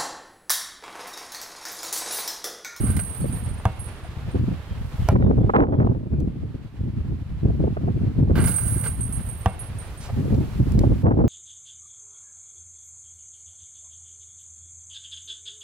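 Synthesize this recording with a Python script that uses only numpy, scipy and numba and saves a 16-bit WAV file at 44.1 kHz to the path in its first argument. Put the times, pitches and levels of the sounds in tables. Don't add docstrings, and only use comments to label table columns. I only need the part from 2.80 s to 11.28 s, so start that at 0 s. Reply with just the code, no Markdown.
import sys
import numpy as np
from scipy import signal
from scipy.fft import rfft, irfft
from scipy.io import wavfile
from scipy.ndimage import uniform_filter1d
from numba import njit

SR = 44100
rng = np.random.default_rng(int(sys.argv[2]) if len(sys.argv) > 2 else 0)


def store_pcm(level_fs):
    pcm = np.round(np.clip(level_fs, -1, 1) * 32767).astype(np.int16)
    wavfile.write(sys.argv[1], SR, np.atleast_2d(pcm).T)


N = 373968
TIME = np.arange(N) / SR

# t/s, length/s, dragged jingle/dB, free jingle/dB
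NET_PASSES = [(-.32, 0.43, -31.5, -41), (5.539, .54, -26.5, -40)]
# t/s, level/dB, favoured f/Hz
CLINKS = [(0.1646, -25, 9200), (.1995, -27, 8800), (0.401, -31.5, 9600), (0.526, -33, 8715),
          (0.6517, -46, 8715), (0.9937, -35, 10525), (1.042, -38, 10525), (1.235, -56, 8715),
          (1.51, -55, 8715), (5.6598, -17.5, 10300), (5.76, -19.5, 8600), (5.8725, -23.5, 8715),
          (6.2081, -27.5, 8830), (6.325, -26, 8750), (6.489, -32, 8530), (6.7923, -32, 10525),
          (6.986, -36, 8530), (7.176, -40.5, 8700)]
NET_DRAG = dict(attack_s=.14, release_s=.025, sag_db_per_s=9)


def ball(thump_hz=94, squash_s=0.018, slap_hz=830, slap_t60=0.0094, crack_t60=0.015, skin_t60=0.17):
    # t/s, thump/dB, shell/dB, crack/dB, snap/dB, tuning/ratio, treble left over right/dB
    bounces = [(0.854, -9.5, -9, -23, -17, 0.96, -4.5), (2.2875, -6, -6, -22.5, -11, 0.83, -1.5),
               (6.6596, -8.5, -7, -16, -17.5, 0.96, -5.5)]
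    # f/Hz, level/dB, t60/s
    ball_modes = [(201.4, -11.5, 0.15), (509, -21, 0.12), (683, -17, 0.12), (799, -16.5, 0.12),
                  (993, -14.5, 0.078), (1018, -14, 0.03), (1240, -12, 0.034), (1637, -21, 0.053),
                  (2100, -48, 0.11), (2270, -43, 0.79), (2754, -33, 0.079), (2850, -40.5, 0.41),
                  (3570, -34.5, 0.072)]
    out, t = np.zeros((2, N)), TIME[:SR // 2]
    click = signal.unit_impulse(len(t))
    for s, thump_db, shell_db, crack_db, snap_db, tuning, pan_db in bounces:
        squash = (1 - np.exp(-t / 0.003)) / (1 + (t / squash_s) ** 8)
        thump = -from_db(thump_db) * squash * np.cos(2 * np.pi * thump_hz * (t + 0.0009))
        slap = -from_db(2) * ring(click, slap_hz * tuning, slap_t60)
        ping = sum((-1) ** k * from_db(db) * ring(click, hz * tuning, t60)
                   for k, (hz, db, t60) in enumerate(ball_modes))
        grit = rng.standard_normal(len(t))
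        crack = rms_one(cut(resonance(grit, 1650, 1100), 3100, "low"))
        crack *= from_db(crack_db - 60 * t / crack_t60)
        snap = cut(grit, 9400, "low", order=1) * from_db(snap_db - 60 * t / 0.0055)
        skin = rms_one(resonance(rng.standard_normal(len(t)), 640, 640))
        skin *= from_db(-21 - 60 * t / skin_t60)
        shell = from_db(shell_db) * (slap + ping + cut(skin, 1500, "low"))
        add(out, s, from_right(thump + shell + crack + snap, pan_db))
    return out


def chain(detune=0.007, busy_per_s=1400, favour_db=8, links=10):
    # f/Hz, level/dB, t60/s
    link_modes = [(8340, -26, .12), (8754, 4.5, 0.24), (9000, -4.5, 0.3), (9700, -3, .12),
                  (9860, -5.5, 0.35), (10500, 0, 0.29), (11000, -32, .1), (12000, -25.5, .1),
                  (12700, -30, 0.087), (13500, -34.5, .08), (13850, -15, .08), (14400, -19, .08),
                  (15300, -25, .08)]
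    swing = net_swing()
    effort = swing / swing.max()
    knocks_per_s = 50 + busy_per_s * effort
    jingle, clinks = np.zeros((2, N)), np.zeros((2, N))
    for k, size in enumerate(np.linspace(-1, 1, links)):
        knocks = grains(knocks_per_s / links, spread_db=1.5)
        at = np.flatnonzero(knocks)
        for hz, db, t60 in link_modes:
            strikes = np.zeros(N)
            strikes[at] = knocks[at] * from_db(db) * rng.standard_normal(SR // 10).take(at, mode="wrap")
            tuning = 1 + detune * (size + 0.031 * rng.normal())
            jingle[k % 2] += ring(strikes, hz * tuning, .5 * t60)
    click = signal.unit_impulse(SR // 2)
    for k, (s, db, favoured_hz) in enumerate(CLINKS):
        for hz, mode_db, t60 in link_modes:
            contact_db = favour_db * (np.exp(-((hz - favoured_hz) / 300) ** 2) - 1)
            tone = ring(click, hz * (1 + 0.0031 * rng.normal()), t60)
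            add(clinks[k % 2], s, from_db(db + mode_db + contact_db - 2) * tone)
    slips = np.array([grains(4 * knocks_per_s + 400, spread_db=-4) for _ in range(2)])
    scrape = even(cut(resonance(slips, 9800, 1500), 9600, "high", order=5), 0.05)
    collisions = np.array([grains(13000, spread_db=11) for _ in range(2)])
    splash = even(cut(collisions, 10000, "high"), .03)
    shimmer = from_db(-1.5) * even(jingle, 0.25) + from_db(-10.5) * scrape
    shimmer += from_db(-10) * effort * splash
    return swing * shimmer + cut(clinks, 7300, "high", order=4)


def net_swing(settle_s=1.4, stir_db=-16.5, stir_t60=0.41):
    swing = np.zeros(N)
    for s, length, drag_db, free_db in NET_PASSES:
        free_s = TIME - s - length
        swing += from_db(drag_db) * swell(s, length, **NET_DRAG)
        swing += from_db(free_db - 60 * (free_s / settle_s) ** 2) * (free_s > 0)
    for s, db, _ in CLINKS:
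        add(swing, s, from_db(db + stir_db - 60 * TIME[:SR] / stir_t60))
    return swing


def hoop(rattle_db=-14):
    # t/s, clatter/dB, crash/dB, t60/s
    jerks = [(0.068, -47, -53.5, 1), (0.167, -33.5, -32, 0.048), (0.192, -32.5, -38, 0.06),
             (5.555, -25.5, -36, 0.29), (5.577, -29, -41, 0.22), (5.641, -31, -28.5, 0.087),
             (5.673, -32.5, -25.5, 0.2), (5.783, -35, -49, 0.068), (6.038, -36.5, -37, 0.17),
             (6.06, -28.5, -37, 0.068)]
    # f/Hz, width/Hz, level/dB
    hoop_modes = [(474, 69, 6), (840, 150, 1), (1180, 104, 2), (1452, 192, 8.5), (1554, 320, 5),
                  (2060, 570, -4), (3160, 950, -12), (4460, 750, -13)]
    clatter, crash, t = np.zeros(N), np.zeros(N), TIME[:SR // 2]
    for s, clatter_db, crash_db, t60 in jerks:
        add(clatter, s, from_db(clatter_db - 60 * t / t60))
        add(crash, s, from_db(crash_db - 60 * t / t60))
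    for s, length, drag_db, _ in NET_PASSES:
        clatter += from_db(drag_db + rattle_db) * swell(s, length, **NET_DRAG)
    knocks = grains(1500, spread_db=1.0)
    body = sum((-1) ** k * from_db(db) * resonance(knocks, hz, width)
               for k, (hz, width, db) in enumerate(hoop_modes))
    steel = resonance(grains(5600, spread_db=-8), 12700, 6400)
    return clatter * even(body, 0.0063) + crash * even(steel, 0.0082)


def hooks(count=5, level_db=-50, hz=13900, detune=0.028, wait_s=.19, span_s=0.33):
    out, click = np.zeros(N), signal.unit_impulse(SR // 2)
    for s, length, _, _ in NET_PASSES:
        for when in (np.arange(count) + rng.random(count)) / count:
            for rebound in range(4):
                at = s + length + wait_s + span_s * when + rebound * rng.uniform(.008, .0099)
                add(out, at, from_db(level_db) * ring(click, hz * (1 + detune * rng.normal()), t60=.17))
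    return out


def wind(lump_db=3.41, own_db=-6.5, travel_hz=390, right_lift_db=3, crackle_db=-13):
    # f/Hz, level/dB
    turbulence = [(20, -21), (30, -16), (50, -2.5), (75, 1), (115, 1), (170, -4), (240, -4.5), (500, -11),
                  (1000, -12), (4000, -20)]
    # t/s, level over the gust/dB, length/s, fastest eddies/Hz
    hard_buffets = [(0.438, -7, 0.022, 440), (1.545, -7, 0.02, 430), (2.354, -11, .0095, 840),
                    (2.422, -13.5, .007, 770), (2.509, -7.5, .0065, 736), (2.693, -2.5, .01, 1150),
                    (2.736, 5.5, .03, 1100), (2.782, -2.5, .062, 800), (2.921, -7.5, .024, 645),
                    (2.998, -12.5, .035, 784), (3.07, -9, .0061, 870), (4.698, -13.5, .008, 570),
                    (4.838, -5.5, .012, 510), (4.871, -11, 0.014, 613), (4.968, -3, 0.0072, 680),
                    (5.076, -8.5, .016, 560), (5.495, -14, 0.022, 512), (8.035, -12, 0.0067, 648),
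                    (8.253, -10.5, .045, 750), (8.307, -7.5, .014, 804), (8.394, -12, .025, 730)]
    force_db, eddy_hz = airflow()
    lumps = drift(33.7)
    flow = even(noise(turbulence), 0.024) * from_db(force_db - 3.5 + lump_db * lumps)
    steady_hz = eddy_hz / np.hypot(1, eddy_hz / 650)
    corner_hz = np.clip(steady_hz * from_db(lumps), 20, 2000)
    shared, own = [roll_off(layer, corner_hz) for layer in flow]
    air = cut(rng.standard_normal(N + SR), 230, "high")
    tearing = resonance(grains(540, spread_db=9.5), 1200, 700)
    crackle = even(cut(tearing, 1900, "low", order=3), .03)
    for s, over_db, length, hz in hard_buffets + lesser_buffets(eddy_hz):
        at = int(s * SR)
        shape = burst(length, rise=23)[:N - at]
        span = slice(at, at + len(shape))
        shape *= from_db(over_db + force_db[span])
        swirl = even(roll_off(air[at:at + SR // 3], np.full(SR // 3, float(hz))), 0.019)
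        add(shared, s, from_db(1) * cut(shape * swirl[-len(shape):], 1.06 * hz, "low"))
        add(shared, s, from_db(crackle_db) * (hz / 1000) ** 2 * shape * crackle[span])
    own = cut(own, 64, "high", order=1) * from_db(own_db)
    pole = np.exp(-2 * np.pi * travel_hz / SR)
    right = signal.lfilter([-pole, 1], [1, -pole], shared - own)
    right += (from_db(right_lift_db) - 1) * cut(right, 860, "high", order=1)
    return np.array([shared + own, right])


def airflow(breeze_db=-27, breeze_hz=135, attack_s=0.052, wake_db=-16):
    # t/s, length/s, force/dB, fastest eddies/Hz
    gusts = [(-.03, 0.019, -7, 347), (0.056, 0.11, -8.5, 244), (0.354, 0.2, -17.5, 276),
             (0.593, 0.12, -16.5, 172), (1.336, 0.16, -20, 153), (1.507, 0.2, -12, 278),
             (1.872, 0.19, -15.5, 169), (2.163, 0.061, -10, 120), (2.304, 0.36, 1.5, 484),
             (2.729, 0.095, 5, 1050), (2.86, 0.27, 3, 620), (3.282, 0.17, 0, 370), (3.517, 0.15, -6, 334),
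             (3.974, 0.39, -5.5, 277), (4.426, 0.34, -9, 140), (4.603, 0.3, -4, 380),
             (4.962, 0.31, -6.5, 360), (5.336, 0.34, -2, 358), (5.764, 0.655, -11.5, 238),
             (6.413, 0.15, -16.5, 163), (6.847, .14, -19, 142), (7.252, 0.05, -13.5, 190),
             (7.343, 0.27, -12, 477), (7.726, 0.19, -8, 263), (7.919, 0.2, -3.5, 404),
             (8.211, 0.38, 4.5, 636)]
    power = np.full(N, from_db(breeze_db) ** 2)
    weighted_hz = power * breeze_hz
    for s, length, db, hz in gusts:
        blow = swell(s, length, attack_s, release_s=0.072, sag_db_per_s=8)
        wake = from_db(wake_db) * swell(s, length, attack_s, release_s=0.51)
        shape = np.maximum(blow, wake)
        gust_power = (from_db(db) * shape) ** 2
        power += gust_power
        weighted_hz += gust_power * hz * shape ** 0.21
    return 10 * np.log10(power), weighted_hz / power


def lesser_buffets(eddy_hz, max_per_s=15, full_hz=518, over_db=-20.5, mean_s=.013, tries=300):
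    rows = []
    for when, chance, size in rng.random((tries, 3)):
        hz = min(eddy_hz[int(when * N)], full_hz)
        if chance < max_per_s * (hz / full_hz) ** 2 * N / SR / tries:
            rows.append((when * N / SR, over_db, mean_s * (.5 + size), 1.26 * hz))
    return rows


def player():
    # t/s, level/dB, length/s, f/Hz, width/Hz
    touches = [(0.798, -36.5, 0.0052, 596, 700), (1.241, -38.5, 0.012, 685, 300),
               (1.477, -41, 0.0099, 450, 500), (3.401, -37, 0.0042, 7500, 10300),
               (7.201, -46.5, 0.071, 4900, 10200), (7.288, -37, 0.019, 646, 400),
               (7.543, -49, 0.009, 2500, 6000), (7.92, -39, 0.0026, 9000, 7000),
               (7.991, -27, 0.0025, 6500, 9000)]
    out = np.zeros(N)
    for s, db, length, hz, width in touches:
        shape = burst(length)
        rub = cut(resonance(rng.standard_normal(len(shape)), hz, width), 2 * hz, "low")
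        add(out, s, from_db(db) * shape * rms_one(rub))
    return out


def surroundings(leaves_db=-43.5, flutter_db=1.2, alike_hz=1300, air_db=-65):
    # f/Hz, level/dB
    ambience = [(60, 9.5), (250, 4), (600, 1), (1000, -1), (1600, -4), (2800, -8), (4200, -13), (6000, -22),
                (9000, -24.5), (13000, -29.5), (16000, -36)]
    # t/s, length/s, level/dB
    swishes = [(1.857, .47, -60), (6.7, 1.61, -61.5)]
    mid, side = noise(ambience)
    side = cut(side, alike_hz, "high", order=1)
    mid = mid + 0.36 * cut(mid, alike_hz, "low", order=1)
    leaves = rms_one(np.array([mid + side, mid - side])) * from_db(leaves_db + flutter_db * drift(8))
    swish = sum(from_db(db) * swell(s, length, attack_s=0.49, release_s=0.02)
                for s, length, db in swishes)
    hiss = noise([(1500, -19.5), (4500, 3), (8000, 0.5), (12000, 1.5), (16000, -6.5)])
    return (leaves + hiss * (from_db(air_db) + swish)) * from_db([[-1.6], [1.3]])


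def bird(level_db=-54.5, fall=0.024, waver=0.025):
    # t/s, length/s, f/Hz
    notes = [(.41, 0.04, 4520), (.475, 0.031, 4700), (1.858, 0.13, 3210), (2.178, 0.18, 3020),
             (2.382, 0.15, 3700), (2.557, 0.14, 3500), (2.835, .23, 3390), (3.003, 0.15, 2800),
             (3.25, .24, 2500)]
    out = np.zeros(N)
    for s, length, start_hz in notes:
        n = int(length * SR)
        wobble = rms_one(cut(rng.standard_normal(SR), 120, "low"))[:n]
        hz = start_hz * np.linspace(1, 1 - fall, n) * (1 + waver * wobble)
        add(out, s, from_db(level_db) * np.hanning(n) * np.sin(2 * np.pi * np.cumsum(hz) / SR))
    return out


def early_reflections(x, level_db=-8, t60=0.027):
    t = TIME[:SR // 20]
    paths = rng.standard_normal((2, len(t))) * from_db(-60 * t / t60) * (t > .001)
    paths /= np.sqrt(np.sum(paths ** 2, axis=1, keepdims=True))
    return x + from_db(level_db) * signal.fftconvolve(x, paths, axes=1)[:, :N]


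def court_tail(x, level_db=-24, t60=0.98, dull_hz=5000):
    t = TIME[:SR]
    scatter = cut(rng.standard_normal((2, SR)), dull_hz, "low", order=1)
    tail = scatter * from_db(-60 * t / t60) * (t > .012)
    tail /= np.sqrt(np.sum(tail ** 2) / 2)
    return from_db(level_db) * signal.fftconvolve(x, tail, axes=1)[:, :N]


def from_right(x, pan_db, shadow_hz=450):
    treble = cut(x, shadow_hz, "high", order=1)
    left, right = x + treble * (from_db([[pan_db / 2], [-pan_db / 2]]) - 1)
    return np.array([np.r_[0, 0, left[:-2]], right])


def gain_control(x, limit_db=-14, detect_s=0.032, slow_share=0.94, slow_attack_s=0.28):
    power = np.abs(uniform_filter1d(np.mean(x ** 2, axis=0), int(detect_s * SR)))
    excess_db = np.maximum(10 * np.log10(power + 1e-12) - limit_db, 0)
    quick_db = release(excess_db, db_per_s=27.5)
    pole = np.exp(-1 / (slow_attack_s * SR))
    slow_db = release(slow_share * signal.lfilter([1 - pole], [1, -pole], quick_db), db_per_s=3)
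    return x * from_db(-np.maximum(quick_db, slow_db))


def release(cut_db, db_per_s):
    return np.maximum.accumulate(cut_db + db_per_s * TIME) - db_per_s * TIME


def from_db(db):
    return 10 ** (np.asarray(db) / 20)


def rms_one(x):
    return x / np.sqrt(np.mean(x ** 2) + 1e-20)


def even(x, seconds):
    power = np.mean(np.atleast_2d(x) ** 2, axis=0)
    return x / np.sqrt(np.abs(uniform_filter1d(power, max(int(seconds * SR), 2))) + 1e-12)


def cut(x, hz, kind, order=2):
    sos = signal.butter(order, np.clip(hz, 10, SR * .45), kind, fs=SR, output="sos")
    return signal.sosfilt(sos, x + 1e-18)


@njit
def roll_off(x, hz):
    w = 2 * np.pi * hz / SR
    out = np.zeros(len(x))
    first = band = low = last = 0.
    for i in range(len(x)):
        first += (1 - np.exp(-w[i])) * (x[i] - first)
        low += w[i] * band
        band += w[i] * (first - low - np.sqrt(2) * band)
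        last += (1 - np.exp(-2.5 * w[i])) * (low - last)
        out[i] = last
    return out


def ring(clicks, hz, t60):
    r, w = from_db(-60 / (t60 * SR)), 2 * np.pi * hz / SR
    return signal.lfilter([0, np.sin(w)], [1, -2 * r * np.cos(w), r * r], clicks + 1e-18)


def resonance(x, hz, width):
    r, w = np.exp(-np.pi * width / SR), 2 * np.pi * hz / SR
    feed = np.array([1, 0, -1]) * (1 - r * r) / 2
    return signal.lfilter(feed, [1, -2 * r * np.cos(w), r * r], x + 1e-18)


def noise(spectrum):
    hz, db = np.transpose(spectrum)
    bins = np.maximum(np.arange(N // 2 + 1) * SR / N, 1)
    gain = from_db(np.interp(np.log(bins), np.log(hz), db)) * (bins > 10)
    return rms_one(irfft(rfft(rng.standard_normal((2, N))) * gain, N))


def drift(hz):
    return rms_one(cut(rng.standard_normal(N + SR), hz, "low")[SR:])


def grains(per_s, spread_db):
    contacts = (rng.random(N) < per_s / SR) * rng.choice([-1, 1], N)
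    return contacts * from_db(spread_db * np.minimum(rng.exponential(1, N), 4))


def burst(length, rise=10):
    u = np.arange(int(3 * length * SR)) / (length * SR)
    return (1 - np.exp(-rise * u)) / (1 + u ** 6)


def swell(s, length, attack_s, release_s, sag_db_per_s=0):
    t = np.maximum(TIME - s, 0)
    rise = np.sin(np.pi / 2 * np.minimum(t / attack_s, 1)) ** 2
    fade = np.exp(-np.clip((t - length) / release_s, 0, 20))
    return rise * from_db(-sag_db_per_s * t) * fade


def add(out, s, sound):
    at = max(int(s * SR), 0)
    out[..., at:at + sound.shape[-1]] += sound[..., :N - at]


def scene():
    near, far = chain()
    halves = near + hoop(), far + hooks()
    basket = sum(early_reflections(from_right(half, pan_db=-7)) for half in halves)
    play = ball() + basket + from_right(player(), pan_db=-3.5)
    return play + court_tail(play) + wind() + surroundings() + bird()


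def record(dry):
    top_cut = signal.ellip(12, .1, 90, 15850, fs=SR, output="sos")
    return signal.sosfilt(top_cut, np.tanh(gain_control(dry)))


dry = scene()
out = record(dry)
store_pcm(out)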